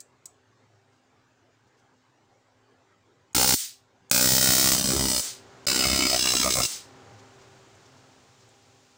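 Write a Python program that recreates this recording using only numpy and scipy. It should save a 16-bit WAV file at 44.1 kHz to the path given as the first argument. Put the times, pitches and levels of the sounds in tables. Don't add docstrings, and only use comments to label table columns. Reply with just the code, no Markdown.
import sys
import numpy as np
from scipy import signal
from scipy.fft import rfft, irfft, next_fast_len
from scipy.io import wavfile
from scipy.ndimage import uniform_filter1d, minimum_filter1d

SR = 44100
rng = np.random.default_rng(int(sys.argv[2]) if len(sys.argv) > 2 else 0)


def wav_record(signal):
    frames = np.transpose(np.atleast_2d(signal))
    bounded = np.clip(frames, -1, 1)
    quanta = np.round(bounded * 32767).astype(np.int16)
    wavfile.write(sys.argv[1], SR, quanta)


N = 395577
TIME = np.arange(N) / SR
SIZE = 4096
AGE, HZ = np.arange(SIZE) / SR, np.fft.rfftfreq(SIZE, 1 / SR)
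TURN_S, TURN_TAKES_S = 4.73, 0.045
LIFT_S, LIFT_TAKES_S = 4.02, 0.64

# start t/s, length/s, thump/dB, midrange/dB, table bounce/dB, opening snap/dB
BURSTS = [(3.3477, .202, -1.5, -1, -16, -7.5), (4.1134, 1.095, -4.5, 2.5, -24, 6.5),
          (5.6671, .994, -1, 6.5, -18, -10)]
# t/s, spark rate/Hz
PACE_1 = [(3.348, 61.42), (3.448, 63.92), (3.547, 62.19)]
PACE_2 = [(4.113, 61.88), (4.247, 63.26), (4.382, 65.97), (4.516, 64.21), (4.65, 66.14), (4.784, 63.98),
          (4.918, 66.27), (5.052, 66.62), (5.186, 61.51)]
PACE_3 = [(5.667, 65.24), (5.778, 63.68), (5.888, 65.61), (5.999, 65.84), (6.109, 64.42), (6.219, 62.55),
          (6.33, 62.82), (6.44, 65.89), (6.551, 62.88), (6.661, 60.53)]
def spark_times(jitter_s=0.00036):
    times = []
    for start, length, *_ in BURSTS:
        t = start + np.arange(0, length, 1 / SR)
        charges = np.cumsum(follow([*PACE_1, *PACE_2, *PACE_3], t)) / SR
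        steady = np.interp(np.arange(charges[-1]), charges, t)
        times.extend(steady + jitter_s * rng.standard_normal(len(steady)) * (steady > start))
    return np.array(times)


# t/s, place (0 = near side, 1 = far side)
PLACE = [(5.67, 0.024), (5.98, 0.039), (6.05, 0.064), (6.09, 0.37), (6.16, 0.4), (6.19, 1), (6.66, 0.83)]
def sparks(times, flutter_db=2, hops_per_s=20, echo_tint=0.19):
    direct, radiated = np.zeros((2, N))
    fade = np.cos(np.pi / 2 * np.arange(SIZE) / SIZE) ** 2
    hand, channel = rng.standard_normal((2, SIZE))
    creep, foot = np.zeros(2 * len(CROWN)), rng.standard_normal(16)
    for s, interval in zip(times, np.diff(times, prepend=0)):
        hand = wander(hand, interval / 0.69)
        channel = wander(channel, interval / 0.014)
        creep = wander(creep, interval / 0.022)
        hops = rng.random() < hops_per_s * interval
        foot = wander(foot, 0.94 * hops)
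        place = follow(PLACE, s)
        thump_db, body_db, bounce_db = arc_levels(s)
        spark = crack(s, hand, body_db) * table_bounce(place, bounce_db) + thump(channel, thump_db)
        colour_db = sputter(s, crown(s, place, creep) + passing_peaks(s)) + foot_comb(s, foot) + puffs(s)
        gain = amp(flutter_db * rng.standard_normal())
        add(direct, s, gain * fade * irfft(spark * causal(colour_db)))
        add(radiated, s, fade * irfft(causal(echo_tint * colour_db)))
    return direct, radiated


# t/s, level/dB
SWELL_1 = [(3.35, -28.5), (3.468, -31.5), (3.55, -34)]
SWELL_2 = [(4.12, -48), (4.35, -41), (4.656, -37), (4.853, -28), (4.93, -23), (5.04, -23), (5.1, -32.5),
           (5.18, -43)]
SWELL_3_NEAR = [(5.67, -55), (5.686, -36), (5.934, -29.5), (5.952, -30), (6.056, -27), (6.096, -45),
                (6.146, -33), (6.18, -42)]
SWELL_3_FAR = [(6.2, -44), (6.26, -30), (6.304, -36), (6.324, -31), (6.432, -34), (6.478, -26),
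               (6.538, -46), (6.594, -28), (6.638, -45), (6.66, -41)]
def arc_levels(s, usual_db=-32.5, sag_db_per_s=3):
    nearest_burst = min(BURSTS, key=lambda row: abs(row[0] + row[1] / 2 - s) - row[1] / 2)
    start, _, thump_db, body_db, bounce_db, _ = nearest_burst
    swell_db = follow([*SWELL_1, *SWELL_2, *SWELL_3_NEAR, *SWELL_3_FAR], s) - usual_db
    return thump_db + swell_db, body_db + 0.39 * swell_db - sag_db_per_s * (s - start), bounce_db


# f/Hz, level/dB
CRACK = [(100, -4), (400, -4), (1000, -6), (1900, -7), (3300, -5.5), (4500, -1.5), (6500, -3.5),
         (8200, -5.5), (10000, -10.5), (11300, -19.5), (13700, -21.5), (14800, -4), (15800, -8)]
# delay/s, level/dB
PATHS = [(0, -4), (.0008, -5), (.0022, -7), (.003, -2), (.0043, -9), (.0052, -16), (.0088, -10)]
def crack(s, hand, body_db, gain_db=47, smear_s=0.00022, scatter_hz=3000, body_hz=1200):
    nearby = sum(amp(db) ** 2 * (AGE >= d) * np.exp(-2 * abs(AGE - d) / smear_s) for d, db in PATHS)
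    pattern = hand + 0.36 * rng.standard_normal(SIZE)
    scatter = amp(turn(s, -11, -19)) * np.exp(-AGE / 0.017)
    lingering = np.sqrt(nearby + scatter ** 2) * pattern
    brief = np.sqrt(nearby + amp(-24) ** 2) * np.exp(-AGE / 0.0075) * pattern
    treble = HZ ** 4 / (HZ ** 4 + scatter_hz ** 4)
    paths = treble * colourless(lingering) + (1 - treble) * colourless(brief)
    midrange = np.exp(-np.log2((HZ + 1) / body_hz) ** 2 / 2)
    bite_db = 1.5 * rng.standard_normal()
    return amp(gain_db) * paths * causal(read(CRACK, HZ) + (body_db + bite_db) * midrange)


def table_bounce(place, db, near_s=0.0013, far_s=0.00195):
    delay_s = blend(near_s, far_s, place) * (1 + 0.028 * rng.standard_normal())
    return 1 + amp(db) * delayed(delay_s)


# f/Hz, level/dB
THUMP = [(20, -23.5), (60, 3), (130, -1.5), (270, 4.5), (420, 2), (650, -6.5), (1300, -10.5), (2500, -33),
         (6000, -99.5)]
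# delay/s, share
SWINGS = [(.0019, -0.22), (.0042, 0.18), (.0086, .08)]
def thump(channel, db, gain_db=39, flutter_db=2, swing_hz=900, billow_s=0.0046):
    swings = sum(share * delayed(d) for d, share in SWINGS) / (1 + (HZ / swing_hz) ** 2)
    push = causal(read(THUMP, HZ)) * (1 + swings)
    envelope = AGE * np.exp(-2 * AGE / billow_s)
    billow = amp(-0.5) * rfft(envelope * channel) / np.linalg.norm(envelope)
    return amp(gain_db + db + flutter_db * rng.standard_normal()) * push * (1 + billow)


# near f/Hz, far f/Hz, width/Hz,
# level/dB with the arc open, at its first seat, on the near side, on the far side
CROWN = [(585, 400, 100, 2, 6.5, 8.5, -1), (831, 1100, 130, 3, 8, 0.5, -2), (1365, 1260, 180, 4, 4, 8, 7.5),
         (1954, 1800, 170, 5, -1, 7.5, 1.5), (2203, 2307, 250, 0.5, 0, 10, 9.5),
         (2630, 2620, 140, -0.5, -10, 10, -0.5), (2890, 2800, 210, -1, -2, 8, 18.5),
         (3014, 3239, 200, 1, 6, 5, 8), (3470, 3480, 150, 0.5, -10, -2, 14),
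         (3592, 3720, 130, -1, 7.5, 9, 7), (3890, 3980, 220, 1, -2, 10.5, 13.5),
         (4323, 4480, 155, 2, 6.5, 12.5, 8), (5007, 5110, 320, 3, 11.5, 17.5, 17),
         (5380, 6500, 230, 5.5, 0, -2, 2.5), (5520, 5510, 200, 0, 0, 11.5, 15.5),
         (5870, 6100, 250, 2, 12, 10.5, 12.5), (6370, 6350, 250, 4.5, 6.5, 10.5, 12),
         (7070, 6970, 150, 0, 3, 4, 9.5), (7170, 7430, 120, 7, -3, 8, 3),
         (7540, 7830, 220, -5, 3, 9.5, 11.5), (8105, 8150, 330, 4.5, 4.5, 3.5, 4)]
# f/Hz, level/dB
VALLEYS = [(200, -1), (380, -0.5), (500, -9), (900, -8.5), (6300, -7), (6700, -7.5), (7100, -4), (8600, 0),
           (9500, 0.5)]
def crown(s, place, creep, reseat_s=5.5, waver_db=2, waver_hz=27.9):
    depth = turn(s, 0.26, 1)
    db = depth * read(VALLEYS, HZ)
    for resonance, (swell, bend) in zip(CROWN, creep.reshape(-1, 2)):
        near_hz, far_hz, width, open_db, seat_db, near_db, far_db = resonance
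        height = turn(s, open_db, seat_db) if s < reseat_s else blend(near_db, far_db, place)
        centre = blend(near_hz, far_hz, place) + waver_hz * bend
        db += (height + depth * waver_db * swell) * bell(centre, width)
    return db


def foot_comb(s, foot, shortest_s=0.000518, longest_s=0.0032, top_hz=3500):
    delays = np.linspace(shortest_s, longest_s, len(foot))
    ripple = foot @ np.cos(2 * np.pi * np.outer(delays, HZ)) * np.sqrt(2 / len(foot))
    midrange = (1 - bell(0, 380)) / np.hypot(1, HZ / top_hz)
    return turn(s, 2.2, 3.2) * np.minimum(ripple, 1) * midrange


# t/s, half length/s, f/Hz, width/Hz, level/dB
PEAKS = [(3.455, 0.074, 733, 493, 2.5), (4.175, .085, 1450, 450, 6.5), (4.154, 0.072, 2500, 400, 8),
         (4.19, 0.078, 644, 550, 4), (4.4, 0.41, 5130, 350, 0.5), (5.661, 0.018, 1380, 200, 11),
         (5.844, .016, 2210, 300, 10), (6.035, 0.023, 2170, 250, 9), (6.12, 0.065, 2010, 220, 5.5),
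         (6.136, 0.032, 680, 220, 15.5), (6.148, 0.034, 1280, 220, 2.5), (6.225, .075, 1560, 170, 10),
         (6.04, .04, 7430, 220, 3)]
def passing_peaks(s):
    return sum(db * during(s, at, half) * bell(hz, width) for at, half, hz, width, db in PEAKS)


# t/s, half length/s, strength (0-1)
SPUTTERS = [(5.859, .01, 0.34), (6.256, .01, 0.16), (6.334, 0.013, 0.5), (6.463, 0.027, 0.68),
            (6.561, 0.011, .8), (6.593, 0.019, 0.67)]
# f/Hz, level/dB
POP = [(150, 9), (400, -4.5), (600, 17), (850, -3), (1230, 11.5), (1650, -21), (2100, 3), (3000, -13),
       (5000, -4), (8000, 5)]
def sputter(s, ringing_db):
    lifted_off = sum(strength * during(s, at, half) for at, half, strength in SPUTTERS)
    return blend(ringing_db, read(POP, HZ), min(lifted_off, 1))


# t/s, half length/s, level/dB
PUFFS = [(4.27, 0.021, 7), (4.328, .016, 9), (4.399, 0.01, 7.5), (4.493, 0.0091, 13.5),
         (4.653, 0.0228, 6.5), (4.74, .015, 6), (4.976, 0.12, 6.5), (5.922, 0.064, 9)]
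def puffs(s):
    return sum(db * during(s, at, half) for at, half, db in PUFFS) * bell(centre_hz=90, width_hz=190)


def arc(echo_db=26.5, low_hz=1697, thin_db=-13.5, full_db=1):
    direct, radiated = sparks(spark_times())
    echo = amp(echo_db) * room(radiated, build_s=0.0032)
    lows = lowpass(echo, low_hz)
    return direct + echo - lows + amp(blend(thin_db, full_db, lift(TIME))) * lows


# f/Hz, level/dB
ECHO = [(60, -17), (500, -9.5), (1500, -5.5), (2800, -5), (4500, 1), (8200, 8.5), (10000, 0.5),
        (11500, -9.5), (13700, -7.5), (14800, 8.5), (15800, -9)]
# f/Hz, decay/s
ROOM_T60 = [(100, 0.3), (1000, 0.22), (4000, 0.27), (8000, 0.21), (15000, 0.2)]
def room(x, build_s):
    hz, t, bands = signal.stft(rng.standard_normal(SR), SR, nperseg=256)
    tail = signal.istft(bands * amp(-60 * t / read(ROOM_T60, hz)[:, None]), SR, nperseg=256)[1]
    tail *= 1 - np.exp(-(np.arange(len(tail)) / SR / build_s) ** 2)
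    tint = irfft(causal(read(ECHO, np.fft.rfftfreq(2048, 1 / SR))))
    return signal.oaconvolve(x, signal.fftconvolve(tail / np.linalg.norm(tail), tint))[:N]


# t/s, level/dB, decay/s
CLICKS = [(.0035, -38.5, 0.007), (.2564, -34.5, 0.0043), (7.75, -56, 0.0035), (8.49, -54, 0.0049)]
# f/Hz, level/dB
CLICK_COLOUR = [(200, -19), (3300, -16), (4300, 0), (5500, -3), (7400, 9), (8600, 1), (10000, -12),
                (12500, -16.5), (15000, -10)]
def clicks(echo_db=-20, scatter_db=-13, scatter_s=0.01):
    out, grain = np.zeros(N), noise(CLICK_COLOUR)
    for k, (s, db, decay) in enumerate(CLICKS):
        dying = np.hypot(np.exp(-AGE / decay), amp(scatter_db) * np.exp(-AGE / scatter_s))
        add(out, s, amp(db) * grain[k * SIZE:][:SIZE] * dying)
    return out + amp(echo_db) * room(out, build_s=0.0015)


# t/s, level/dB
TICKS = [(3.3316, -47), (4.0983, -38), (5.651, -44)]
# f/Hz, level/dB, decay/s
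TICK_TONES = [(6800, 0, .003), (8100, -4, 0.0017), (10750, -17, 0.0024)]
def ticks():
    out = np.zeros(N)
    tick = sum(amp(db) * np.exp(-AGE / decay) * np.sin(2 * np.pi * hz * AGE)
               for hz, db, decay in TICK_TONES)
    for s, db in TICKS:
        add(out, s, amp(db) * tick)
    return out


# t/s, half length/s, level/dB
RUSTLES = [(.96, .04, -78), (1.68, .015, -73), (1.797, .03, -76), (7.197, .012, -58), (7.42, .025, -62),
           (7.867, .012, -59), (7.98, .02, -69), (8.416, 0.029, -61)]
# f/Hz, level/dB
RUSTLE_COLOUR = [(1500, -30), (3300, -2), (4200, -2), (6800, 0), (8000, -10), (11000, -25)]
def rustles(grain_db=3):
    strokes = sum(amp(db) * np.exp(-((TIME - s) / half) ** 2) for s, half, db in RUSTLES)
    return strokes * amp(grain_db * drift(110)) * noise(RUSTLE_COLOUR)


# f/Hz, level/dB against the rush
HUM = [(108.6, -11), (129, -13), (258, -11), (800, -14.5), (391, -10.5)]
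def hum(waver_hz=3, swell_s=7.62, swell_width_s=0.32, swell_db=5):
    tones = []
    for hz, db in HUM:
        phase = 2 * np.pi * np.cumsum(hz + waver_hz * drift(23)) / SR
        tones.append(amp(db) * evened(np.sin(phase) * (1 + 0.5 * drift(7.6))))
    tones[-1] *= amp(swell_db * np.exp(-((TIME - swell_s) / swell_width_s) ** 2))
    return sum(tones)


# f/Hz, level/dB
RUSH = [(25, 2), (60, -13), (105, 5), (160, -6), (400, -3), (900, -6), (1600, -9), (2500, -16),
        (5000, -24.5), (12000, -54)]
HISS = [(500, -35), (2500, -1), (4500, -0.5), (7300, 0), (8500, -11), (10000, -22.5), (13500, -30),
        (15000, -20), (15800, -24)]
FIZZ = [(5000, -17.5), (8500, 5), (10500, -4.5), (13000, -11), (14000, -7), (15000, 3), (15800, -5)]
def room_tone():
    rush_db = -65.5 + 15.5 * lift(TIME) - 5.5 * np.maximum(TIME - 7, 0) - 0.4 * drift(23)
    hiss_db = -77 + 17 * lift(TIME) - 1.5 * np.maximum(TIME - 7.5, 0)
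    fizz_db = -97 + 23.5 * lift(TIME)
    rush = patchy(noise(RUSH), depth_db=3.5) + hum()
    hiss = patchy(noise(HISS), depth_db=3)
    return amp(rush_db) * rush + amp(hiss_db) * hiss + amp(fizz_db) * noise(FIZZ)


def patchy(x, depth_db):
    _, t, bands = signal.stft(x, SR, nperseg=1024, noverlap=768)
    patches = uniform_filter1d(rng.standard_normal(bands.shape), 4, axis=0)
    patches = evened(uniform_filter1d(patches, 11, axis=1))
    bands *= amp(depth_db * patches * (1 - lift(t)))
    return evened(signal.istft(bands, nperseg=1024, noverlap=768)[1][:N])


def amp(db):
    return 10 ** (np.asarray(db) / 20)


def evened(x):
    return x / np.sqrt(np.mean(x ** 2) + 1e-20)


def read(points, hz):
    f, value = np.transpose(points)
    return np.interp(np.log(hz + 1), np.log(f), value)


def follow(rows, t):
    return np.interp(t, *np.transpose(rows))


def blend(a, b, share):
    return a + share * (b - a)


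def turn(t, before, after):
    return np.interp(t, [TURN_S, TURN_S + TURN_TAKES_S], [before, after])


def lift(t):
    return np.clip((t - LIFT_S) / LIFT_TAKES_S, 0, 1)


def during(s, at, half):
    return np.exp(-((s - at) / half) ** 4)


def bell(centre_hz, width_hz):
    return 2 ** -(2 * (HZ - centre_hz) / width_hz) ** 2


def delayed(s):
    return np.exp(-2j * np.pi * HZ * s)


def causal(db):
    log_gain = db * np.log(10) / 20
    circle = np.concatenate([log_gain, log_gain[-2:0:-1]])
    return np.exp(np.conj(signal.hilbert(circle)))[:len(db)]


def colourless(echoes):
    spectrum = rfft(echoes)
    return spectrum / np.sqrt(uniform_filter1d(abs(spectrum) ** 2, 41) + 1e-12)


def lowpass(x, hz):
    return signal.sosfiltfilt(signal.butter(2, hz, fs=SR, output="sos"), x)


def noise(colour):
    size = next_fast_len(N)
    gains = amp(read(colour, np.fft.rfftfreq(size, 1 / SR)))
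    return evened(irfft(rfft(rng.standard_normal(size)) * gains, size)[:N])


def drift(rate_hz):
    knots = rng.standard_normal(1024)
    return evened(np.interp(TIME * rate_hz, np.arange(len(knots)), knots))


def wander(state, lifetimes):
    keep = np.exp(-lifetimes)
    return keep * state + np.sqrt(1 - keep ** 2) * rng.standard_normal(len(state))


def add(mix, s, sound):
    part = mix[round(s * SR):][:len(sound)]
    part += sound[:len(part)]


def scene():
    return np.tile(arc() + clicks() + ticks() + rustles() + room_tone(), (2, 1))


def limiter(x, ceiling_db=-13.5, release_s=0.061, hold_samples=1150, ahead_samples=260):
    power_db = 10 * np.log10(abs(uniform_filter1d(x ** 2, 130)) + 1e-12)
    over_db = np.maximum(power_db - ceiling_db, 1e-6)
    held_db = -minimum_filter1d(-over_db, hold_samples, origin=hold_samples // 2 - ahead_samples)
    recovery = TIME / release_s
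    cut_db = np.exp(np.maximum.accumulate(np.log(held_db) + recovery) - recovery)
    return x * amp(-uniform_filter1d(cut_db, ahead_samples))


def snap_and_dull(x, split_hz=10000, snap_s=0.0013):
    snap_db = sum(db * (TIME >= s) * np.exp(-abs(TIME - s) / snap_s) for s, *_, db in BURSTS)
    level_db = turn(TIME, -0.05, -2) + snap_db
    top_db = turn(TIME, 3, -4) + 0.89 * snap_db
    low = lowpass(x, split_hz)
    return amp(level_db) * (low + amp(top_db) * (x - low))


def record(dry, overload=0.38, bass_cut_hz=55, edge_hz=15900):
    x = overload * np.tanh(limiter(dry[0]) / overload)
    x = signal.sosfilt(signal.butter(2, bass_cut_hz, "highpass", fs=SR, output="sos"), x)
    edge = signal.firwin(511, edge_hz, window=("kaiser", 9), fs=SR)
    return np.tile(signal.oaconvolve(snap_and_dull(x), edge, "same"), (2, 1))


dry = scene()
out = record(dry)
wav_record(out)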